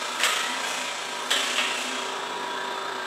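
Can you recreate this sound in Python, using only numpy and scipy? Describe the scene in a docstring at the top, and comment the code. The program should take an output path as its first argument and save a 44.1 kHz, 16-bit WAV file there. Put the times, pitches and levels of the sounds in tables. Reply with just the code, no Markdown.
"""A robot vacuum turns on a wooden floor in a bare, echoing room: motor harmonics hum, and noise whirs as brushes.
From the start a toy robot pushes against it for two seconds: random tooth impacts rasp, and thin tones whine.
Decaying impact noise and shell modes clatter in three bouts, near 0.2, 1.3 and 1.6 s.
From about 1.1 s a low motor note comes up; after 2.1 s the rasp sinks away, leaving the vacuum and a few whines.
Throughout, the whole sound flutters evenly, about 29 times a second; both channels are identical (mono)."""
import sys
import numpy as np
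from scipy import signal
from scipy.fft import rfft, irfft, next_fast_len
from scipy.io import wavfile
from scipy.ndimage import map_coordinates

SR = 44100
rng = np.random.default_rng(int(sys.argv[2]) if len(sys.argv) > 2 else 0)


def log_audio(samples):
    """Write samples as a 16-bit WAV file to the path given in sys.argv[1]."""
    # one column per channel
    frames = np.atleast_2d(samples).T
    # limit to full scale, then quantise
    limited = np.clip(frames, -1, 1)
    pcm = np.round(limited * 32767).astype(np.int16)
    wavfile.write(sys.argv[1], SR, pcm)


N = 134946  # samples

MOTOR_HZ = 48.18  # fundamental of the vacuum's motor
MOTOR_ROOM_DB = 4  # echo of brushes, gears and scraping, relative to their direct sound


def amp(db):
    """Decibels to amplitude: 20 dB is a factor of ten."""
    return 10 ** (np.asarray(db) / 20)


def evened(x):
    """Normalization by effective value: scales to an rms of one."""
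    return x / np.sqrt(np.mean(x ** 2) + 1e-20)


def level(points):
    """Amplitude envelope: gain over time, linear in decibels between (s, dB) points."""
    return amp(np.interp(np.arange(N) / SR, *np.transpose(points)))


def read(points, hz):
    """Spectral interpolation: reads (Hz, value) points on a log-frequency axis."""
    f, value = np.transpose(points)
    return np.interp(np.log(hz + 1), np.log(f + 1), value)


def add(mix, s, sound):
    """Superposition: mixes a sound in at a time in seconds."""
    part = mix[max(round(s * SR), 0):][:len(sound)]
    part += sound[:len(part)]


def colour(x, gain_db, size=4096):
    """Minimum-phase filtering: a causal response with the gain that gain_db gives for each frequency."""
    log_gain = np.log(amp(gain_db(abs(np.fft.fftfreq(size, 1 / SR)))))
    response = np.exp(np.conj(signal.hilbert(log_gain)))
    taps = np.fft.ifft(response).real[:size // 2]
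    return signal.fftconvolve(x, taps)[:len(x)]


def band(hz, width_hz, size=N):
    """Resonance: noise confined to one narrow band, with an rms of one."""
    padded = next_fast_len(size, True)
    f = np.fft.rfftfreq(padded, 1 / SR)
    resonance = 1 / (1 + (2 * (f - hz) / width_hz) ** 4)
    noise = rfft(rng.standard_normal(padded))
    return evened(irfft(noise * resonance, padded)[:size])


def ticks(per_s, spread_db, size):
    """Random impulse train: tiny impacts of uneven strength and random sign."""
    strength = amp(spread_db * np.minimum(rng.exponential(1, size), 4))
    struck = rng.random(size) < per_s / SR
    return strength * rng.choice([-1., 1.], size) * struck


def drift(per_s, order=400):
    """Random modulation: straight lines join per_s normal random values each second."""
    return np.interp(np.arange(N) / SR * per_s, np.arange(order), rng.standard_normal(order))


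def tones(pitches, gains, fading, fade_hz, wander, wander_per_s):
    """Modulated partials: lines fade in and out on their own while one shared speed bends them all."""
    f, spectrum = np.fft.rfftfreq(N, 1 / SR), np.zeros(N // 2 + 1, complex)
    near = np.arange(-60, 61)  # bins around each line
    skirt = np.exp(-.5 * (near * f[1] / fade_hz) ** 2)
    # a steady centre, with random sidebands that make the line fade
    line = fading * skirt / np.linalg.norm(skirt) + (near == 0)
    for hz, gain in zip(pitches, gains):
        phases = np.exp(2j * np.pi * rng.random(len(near)))
        spectrum[round(hz / f[1]) + near] += gain * line * phases
    steady = irfft(spectrum, N) * N / np.sqrt(2)  # a centre of gain one has an rms of one
    place = np.cumsum(1 + wander * drift(wander_per_s))
    return map_coordinates(steady, [place], order=3, mode="grid-wrap")


def sing(hz, width_hz):
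    """Phase modulation: a tone of even level whose pitch jitters about a curve."""
    jitter = band(0, width_hz, size=len(hz)) + 1j * band(0, width_hz, size=len(hz))
    phase = 2 * np.pi * np.cumsum(hz) / SR
    return np.sqrt(2) * np.cos(np.angle(jitter) + phase)


def ripple(x, order=1500):
    """Modal response: passes a sound through the close, random resonances of a plastic housing."""
    ripple_db, spacing_hz = 3, 88.94
    padded = next_fast_len(N, True)
    f = np.fft.rfftfreq(padded, 1 / SR)
    bumps = np.interp(f / spacing_hz, np.arange(order), rng.standard_normal(order))
    # the ripple deepens toward the treble
    gain = amp(ripple_db * bumps * f / (f + 1500))
    return irfft(rfft(x, padded) * gain, padded)[:N]


def mesh(count=110):
    """Gear meshing: many faint partials, spread over 1 to 13 kHz, wander together with the speed."""
    pitches = 1000 + (np.arange(count) + rng.random(count)) * 12000 / count
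    return evened(tones(pitches, np.ones(count), fading=1, fade_hz=5.5, wander=0.00297, wander_per_s=6))


def hum():
    """Harmonic series: the dense harmonics of the vacuum's motor, and the resonances of its body."""
    # harmonics that stand out: (multiple of the motor speed, level before the hum envelope [dB])
    orders = [(16, -52), (28, -48), (33, -47.5)]
    # the other harmonics: (frequency [Hz], level before the hum envelope [dB])
    harmonics = [(144, -64.5), (340, -58), (580, -52.5), (720, -53), (900, -52), (1100, -51.5), (1300, -52),
                 (1430, -68), (1600, -87), (1740, -54.5), (1900, -59), (3400, -69)]
    # the motor hum rises, dips near 1 s, then recovers: (time [s], gain [dB])
    hum_level = [(0, -8), (.7, -1), (.95, -5), (1.2, -4.5), (1.5, -4), (1.75, -4), (1.92, -4), (2.15, -1.5),
                 (2.7, -2), (3.06, -2.5)]
    # narrow resonances of the running vacuum: (frequency [Hz], width [Hz], level [dB])
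    drones = [(251, 12.4, -54), (603.5, 96, -47.5)]
    strong, multiples = dict(orders), np.arange(3, 71)
    gains = amp([strong.get(k, read(harmonics, k * MOTOR_HZ)) for k in multiples])
    lines = tones(multiples * MOTOR_HZ, gains, fading=0.69, fade_hz=3, wander=0.00351, wander_per_s=8)
    body = sum(amp(db) * band(hz, width_hz) for hz, width_hz, db in drones)
    return lines * level(hum_level) + body


def note():
    """Line broadening: two notes at motor harmonics swell and sink while their phase wavers."""
    high_order, low_order, width_hz = 20, 8, 17
    # the motor's main note swells and sinks with the load: (time [s], level [dB])
    note_level = [(0, -46.5), (.69, -41), (1.01, -46), (1.2, -39.5), (1.48, -58), (1.71, -37.5), (1.8, -44),
                  (2.13, -38.5), (2.21, -42), (2.4, -37.5), (2.6, -38.5), (2.68, -36), (2.76, -39),
                  (3.06, -46)]
    # the motor's low note comes up as the vacuum turns: (time [s], level [dB])
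    low_level = [(0, -55), (1.0, -57), (1.15, -46.5), (1.8, -47.5), (2.1, -46), (3.06, -43)]
    high = level(note_level) * sing(np.full(N, high_order * MOTOR_HZ), width_hz)
    low = level(low_level) * sing(np.full(N, low_order * MOTOR_HZ), width_hz)
    return high + low


def whistle():
    """Frequency modulation: a thin gear whistle of the vacuum drifts with the load."""
    # path of the whistle: (time [s], frequency [Hz], level before the echo [dB])
    path = [(0, 3466, -49), (.7, 3354, -52), (1.099, 3575, -51), (1.85, 3297, -58), (1.99, 3275, -38),
            (2.099, 3290, -57), (2.26, 3385, -44.5), (2.44, 3367, -54), (2.53, 3395, -44),
            (2.61, 3420, -51), (2.779, 3496, -45), (2.89, 3550, -58), (3.06, 3510, -54)]
    s, hz, db = np.transpose(path)
    pitch = np.interp(np.arange(N) / SR, s, hz)
    return level(np.transpose([s, db])) * sing(pitch, width_hz=35)


def brushes():
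    """Impact noise: geared brushes snag and flick their bristles over the floor in a rush of air."""
    whir_db, mesh_db = -37.5, -3  # mesh relative to the flicks
    bristles_per_s, spread_db = 2500, 4.5
    snag_db, snags_per_s = 1.5, 170
    # colour of brushes and air: (frequency [Hz], relative density [dB per Hz])
    whir = [(20, -75), (40, -43), (75, -30.5), (110, -29), (170, -20.5), (240, -14), (380, -7.5),
            (490, -9.5), (580, -15), (810, -7), (1000, -8.5), (1400, -8.5), (1700, -7), (1900, -23),
            (3050, -16), (3600, -13.5), (4200, -17), (4800, -22.5), (6500, -30), (8100, -24.5), (9100, -39),
            (15500, -41)]
    # level of the brushes: (time [s], gain [dB])
    whir_level = [(0, 3.5), (.7, 0.5), (1.0, -1), (1.3, 1.5), (1.8, 2), (2.4, 1.5), (3.06, 2)]
    snags = amp(snag_db * drift(snags_per_s, order=800))
    flicks = evened(room(ticks(bristles_per_s, spread_db, N) * snags, MOTOR_ROOM_DB))
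    source = flicks + amp(mesh_db) * mesh()
    rush = evened(colour(ripple(source), lambda hz: read(whir, hz)))
    return amp(whir_db) * level(whir_level) * rush


def gears():
    """Tooth impact: plastic teeth rattle and sing in the toy's gearbox over the drone of its motors."""
    teeth_per_s, spread_db, mesh_db = 900, 1, -4  # mesh relative to the teeth
    # colour of the gear rasp: (frequency [Hz], relative density [dB per Hz])
    rasp_colour = [(200, -27.5), (600, 1), (1250, -3), (2200, 0), (2700, 2), (3500, 0.5), (4800, -5),
                   (6500, -6), (7900, -5.5), (8900, -16.5), (10000, -15), (12500, -36), (15500, -40)]
    # how hard the gears work: (time [s], level of the rasp [dB])
    effort = [(0, -32), (.18, -36.5), (.4, -32), (.58, -34.5), (.68, -32.5), (.82, -32.5), (.95, -35),
              (1.27, -37.5), (1.45, -29.5), (1.66, -34.5), (1.82, -33), (1.98, -35), (2.1, -39),
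              (2.35, -44), (3.06, -49)]
    # the motors drone while the gears work: (frequency [Hz], width [Hz], base level re rasp [dB])
    drone_hz, drone_width_hz, drone_db = (256, 25, -21)
    # the drone starts and stops: (time [s], gain on its base level [dB])
    drone_level = [(0, 5), (.3, -9), (.5, 7.5), (.8, 5), (.95, -12), (1.3, 5.5), (1.7, 0.5), (1.95, 9),
                   (2.1, 0.5)]
    teeth = evened(room(ticks(teeth_per_s, spread_db, N), MOTOR_ROOM_DB))
    source = teeth + amp(mesh_db) * mesh()
    rasp = evened(colour(ripple(source), lambda hz: read(rasp_colour, hz)))
    drone = amp(drone_db) * level(drone_level) * band(drone_hz, drone_width_hz)
    return level(effort) * (rasp + drone)


def whines():
    """Tonal vibration: gears, rubbing plastic and ringing shells sing, on steady or gliding pitches."""
    edge_s = .025
    # whines, squeals and rings: (start [s], length [s], first frequency [Hz], last frequency [Hz],
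    # width [Hz], level before the echo [dB])
    whine_rows = [(0, 0.21, 1275, 1310, 93, -38.5), (0.242, 0.12, 1262, 1268, 25, -35.5),
                  (0.26, .1, 2632, 2632, 28, -43), (0.268, .32, 1890, 1980, 110, -39),
                  (.34, 0.228, 3130, 3190, 39, -47), (0.348, 0.13, 1280, 1310, 43, -35.5),
                  (1.306, 0.095, 590.6, 629, 85, -40.5), (0.581, .12, 1600, 1655, 59, -40),
                  (.63, 0.28, 2530, 2510, 49, -43), (0.633, 0.077, 3320, 3345, 44, -38),
                  (0.667, 0.088, 5930, 5930, 60, -46), (1.3, 0.077, 3190, 3180, 28, -31),
                  (1.3, 0.11, 2995, 2980, 16, -35), (1.306, 0.071, 3765, 3760, 35, -34),
                  (1.362, 0.8, 2700, 2697, 27, -48), (1.37, 0.32, 3185, 3175, 27, -43.5),
                  (1.6, 0.054, 2635, 2620, 30, -41), (1.72, .15, 2520, 2590, 55, -47),
                  (2.37, .12, 1640, 1735, 39, -46), (2.563, 0.092, 1670, 1735, 62, -39),
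                  (2.734, 0.15, 1295, 1220, 86, -42), (2.844, 0.18, 1700, 1585, 50, -45)]
    out = np.zeros(N)
    for start, length, first_hz, last_hz, width_hz, db in whine_rows:
        t = np.arange(0, length, 1 / SR)
        swell = np.minimum(np.minimum(t, length - t) / edge_s, 1)
        pitch = np.linspace(first_hz, last_hz, len(t))
        add(out, start, amp(db) * swell * sing(pitch, width_hz))
    return out


def knock(db, bass_db, treble_db, ring_hz, ring_db):
    """Impact excitation: loose plastic parts clatter for a moment and the shells ring in their modes."""
    clatter_per_s, spread_db, clatter_t60_s, rise_s = 12000, 2.5, 0.078, 0.0012
    bass_hz, treble_hz, ring_octaves = 1430, 4570, 0.25
    # colour of every knock: (frequency [Hz], gain [dB])
    knock_colour = [(100, -31), (350, -20.5), (600, 3.5), (900, -3.5), (1300, 6), (2000, 6.5), (3500, 6),
                    (4800, -3.5), (6500, -4.5), (8000, 0.5), (9000, -12), (12000, -14.5), (15500, -28)]
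    # modes of the plastic shells: (frequency [Hz], level before colouring [dB], t60 [s])
    shell = [(630, -64, 0.12), (1262, -56, 0.17), (1850, -41, 0.12), (2700, -47.5, 0.16), (3245, -53, .09),
             (3698, -46.5, 0.087)]
    t = np.arange(SR // 2) / SR
    ring = np.zeros(len(t))
    for hz, mode_db, t60_s in shell:
        decay = np.exp(-np.log(1000) * t / t60_s)
        ring += amp(mode_db) * decay * np.sin(2 * np.pi * (hz * t + rng.random()))
    envelope = np.exp(-np.log(1000) * t / clatter_t60_s) * (1 - np.exp(-t / rise_s))
    clatter = ticks(clatter_per_s, spread_db, len(t)) * envelope

    def tone_db(hz):
        """Spectral shaping: bass and treble shelves and one peak set the colour of this blow."""
        bass = bass_db / (1 + (hz / bass_hz) ** 4)
        treble = treble_db * (1 - 1 / (1 + (hz / treble_hz) ** 6))
        octaves = np.log2((hz + 1) / ring_hz)
        peak = ring_db * np.exp(-.5 * (octaves / ring_octaves) ** 2)
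        return read(knock_colour, hz) + bass + treble + peak
    return amp(db) * colour(clatter / np.linalg.norm(clatter) + ring, tone_db)


def clatters():
    """Superposition of impacts: the toy knocks against the vacuum's shell in three bouts."""
    # knocks: (start [s], gain [dB], bass [dB], treble [dB], main ring [Hz], ring [dB])
    blows = [(0.1969, -2.5, -9, 2, 1520, 6.5), (0.2088, 2, 8, 1, 1900, -3),
             (0.233, 9.5, -1.5, -3.5, 2700, 3.5), (0.239, 7.5, 3, 4.5, 2270, -1),
             (0.2459, -6.5, 0, 7.5, 13000, 12), (.252, -1.5, 10.5, 3, 1250, 7),
             (0.3595, 0, -30, -2, 1930, 2), (1.305, -3, -21, 7.5, 3420, 11), (1.311, 4, 8.5, 6, 3260, 5.5),
             (1.3597, -5.5, -20, 5, 2960, 14), (1.5577, -3, -10, 2, 2900, 10.5),
             (1.5809, -0.5, 7.5, -4, 2950, 12.5), (1.589, 3.5, 2, -6, 2600, 5),
             (1.606, -6.5, 8, -0.5, 2500, 1)]
    out = np.zeros(N)
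    for start, *blow in blows:
        add(out, start, knock(*blow))
    return out


def spray():
    """Friction noise: fine, bright grit as the toy scrapes along the shell."""
    grains_per_s, spread_db = 3700, 6
    # level of the fine hiss of scraping plastic: (time [s], level [dB])
    spray_level = [(.18, -48), (.25, -47), (.58, -52), (.68, -42), (.82, -47), (.95, -55), (1.28, -49),
                   (1.33, -44), (1.72, -51), (1.83, -43.5), (2.1, -75), (3.06, -77)]
    # its colour: (frequency [Hz], relative density [dB per Hz])
    spray_colour = [(2000, -34), (6000, 4), (10500, 0), (15500, -14)]
    grit = room(ticks(grains_per_s, spread_db, N), MOTOR_ROOM_DB)
    return level(spray_level) * evened(colour(grit, lambda hz: read(spray_colour, hz)))


def room(x, wet_db):
    """Reverberation: adds a dense noise echo that decays exponentially at its own rate in each band."""
    build_s = 0.0047
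    # decay of the room: (frequency [Hz], t60 [s])
    decay = [(200, 1.09), (1000, 0.88), (2800, 1.16), (5000, 0.73), (8000, 1.12), (15000, 0.68)]
    hz, t, z = signal.stft(rng.standard_normal(2 * SR), SR, nperseg=256)
    z = z * amp(-60 * t / read(decay, hz)[:, None])
    tail = signal.istft(z * (1 - np.exp(-t / build_s)), SR)[1]
    return x + amp(wet_db) * signal.fftconvolve(x, tail / np.linalg.norm(tail))[:N]


def scene():
    """Superposition: both machines and their knocks in the room, the same in both channels."""
    vacuum = hum() + note() + brushes()
    toy = gears() + spray()
    singing = room(whistle() + whines(), wet_db=-9)
    knocks = room(clatters(), wet_db=-0.5)
    return np.tile(vacuum + toy + singing + knocks, (2, 1))


def record(dry):
    """Amplitude modulation: the level flutters evenly between two plateaus; then a low-pass band limit."""
    flutter_hz, crest_s = 28.94, .0219
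    flutter_db, steepness, bias = 1.02, 7.1, 0.23  # the bias lengthens the louder part
    cycle = np.cos(2 * np.pi * flutter_hz * (np.arange(N) / SR - crest_s))
    fluttering = dry * amp(flutter_db * np.tanh(steepness * (cycle + bias)))
    low_pass = signal.firwin(511, 15750, window=("kaiser", 9), fs=SR)  # cutoff in Hz
    return signal.oaconvolve(fluttering, low_pass[None], "same")


dry = scene()
out = record(dry)
log_audio(out)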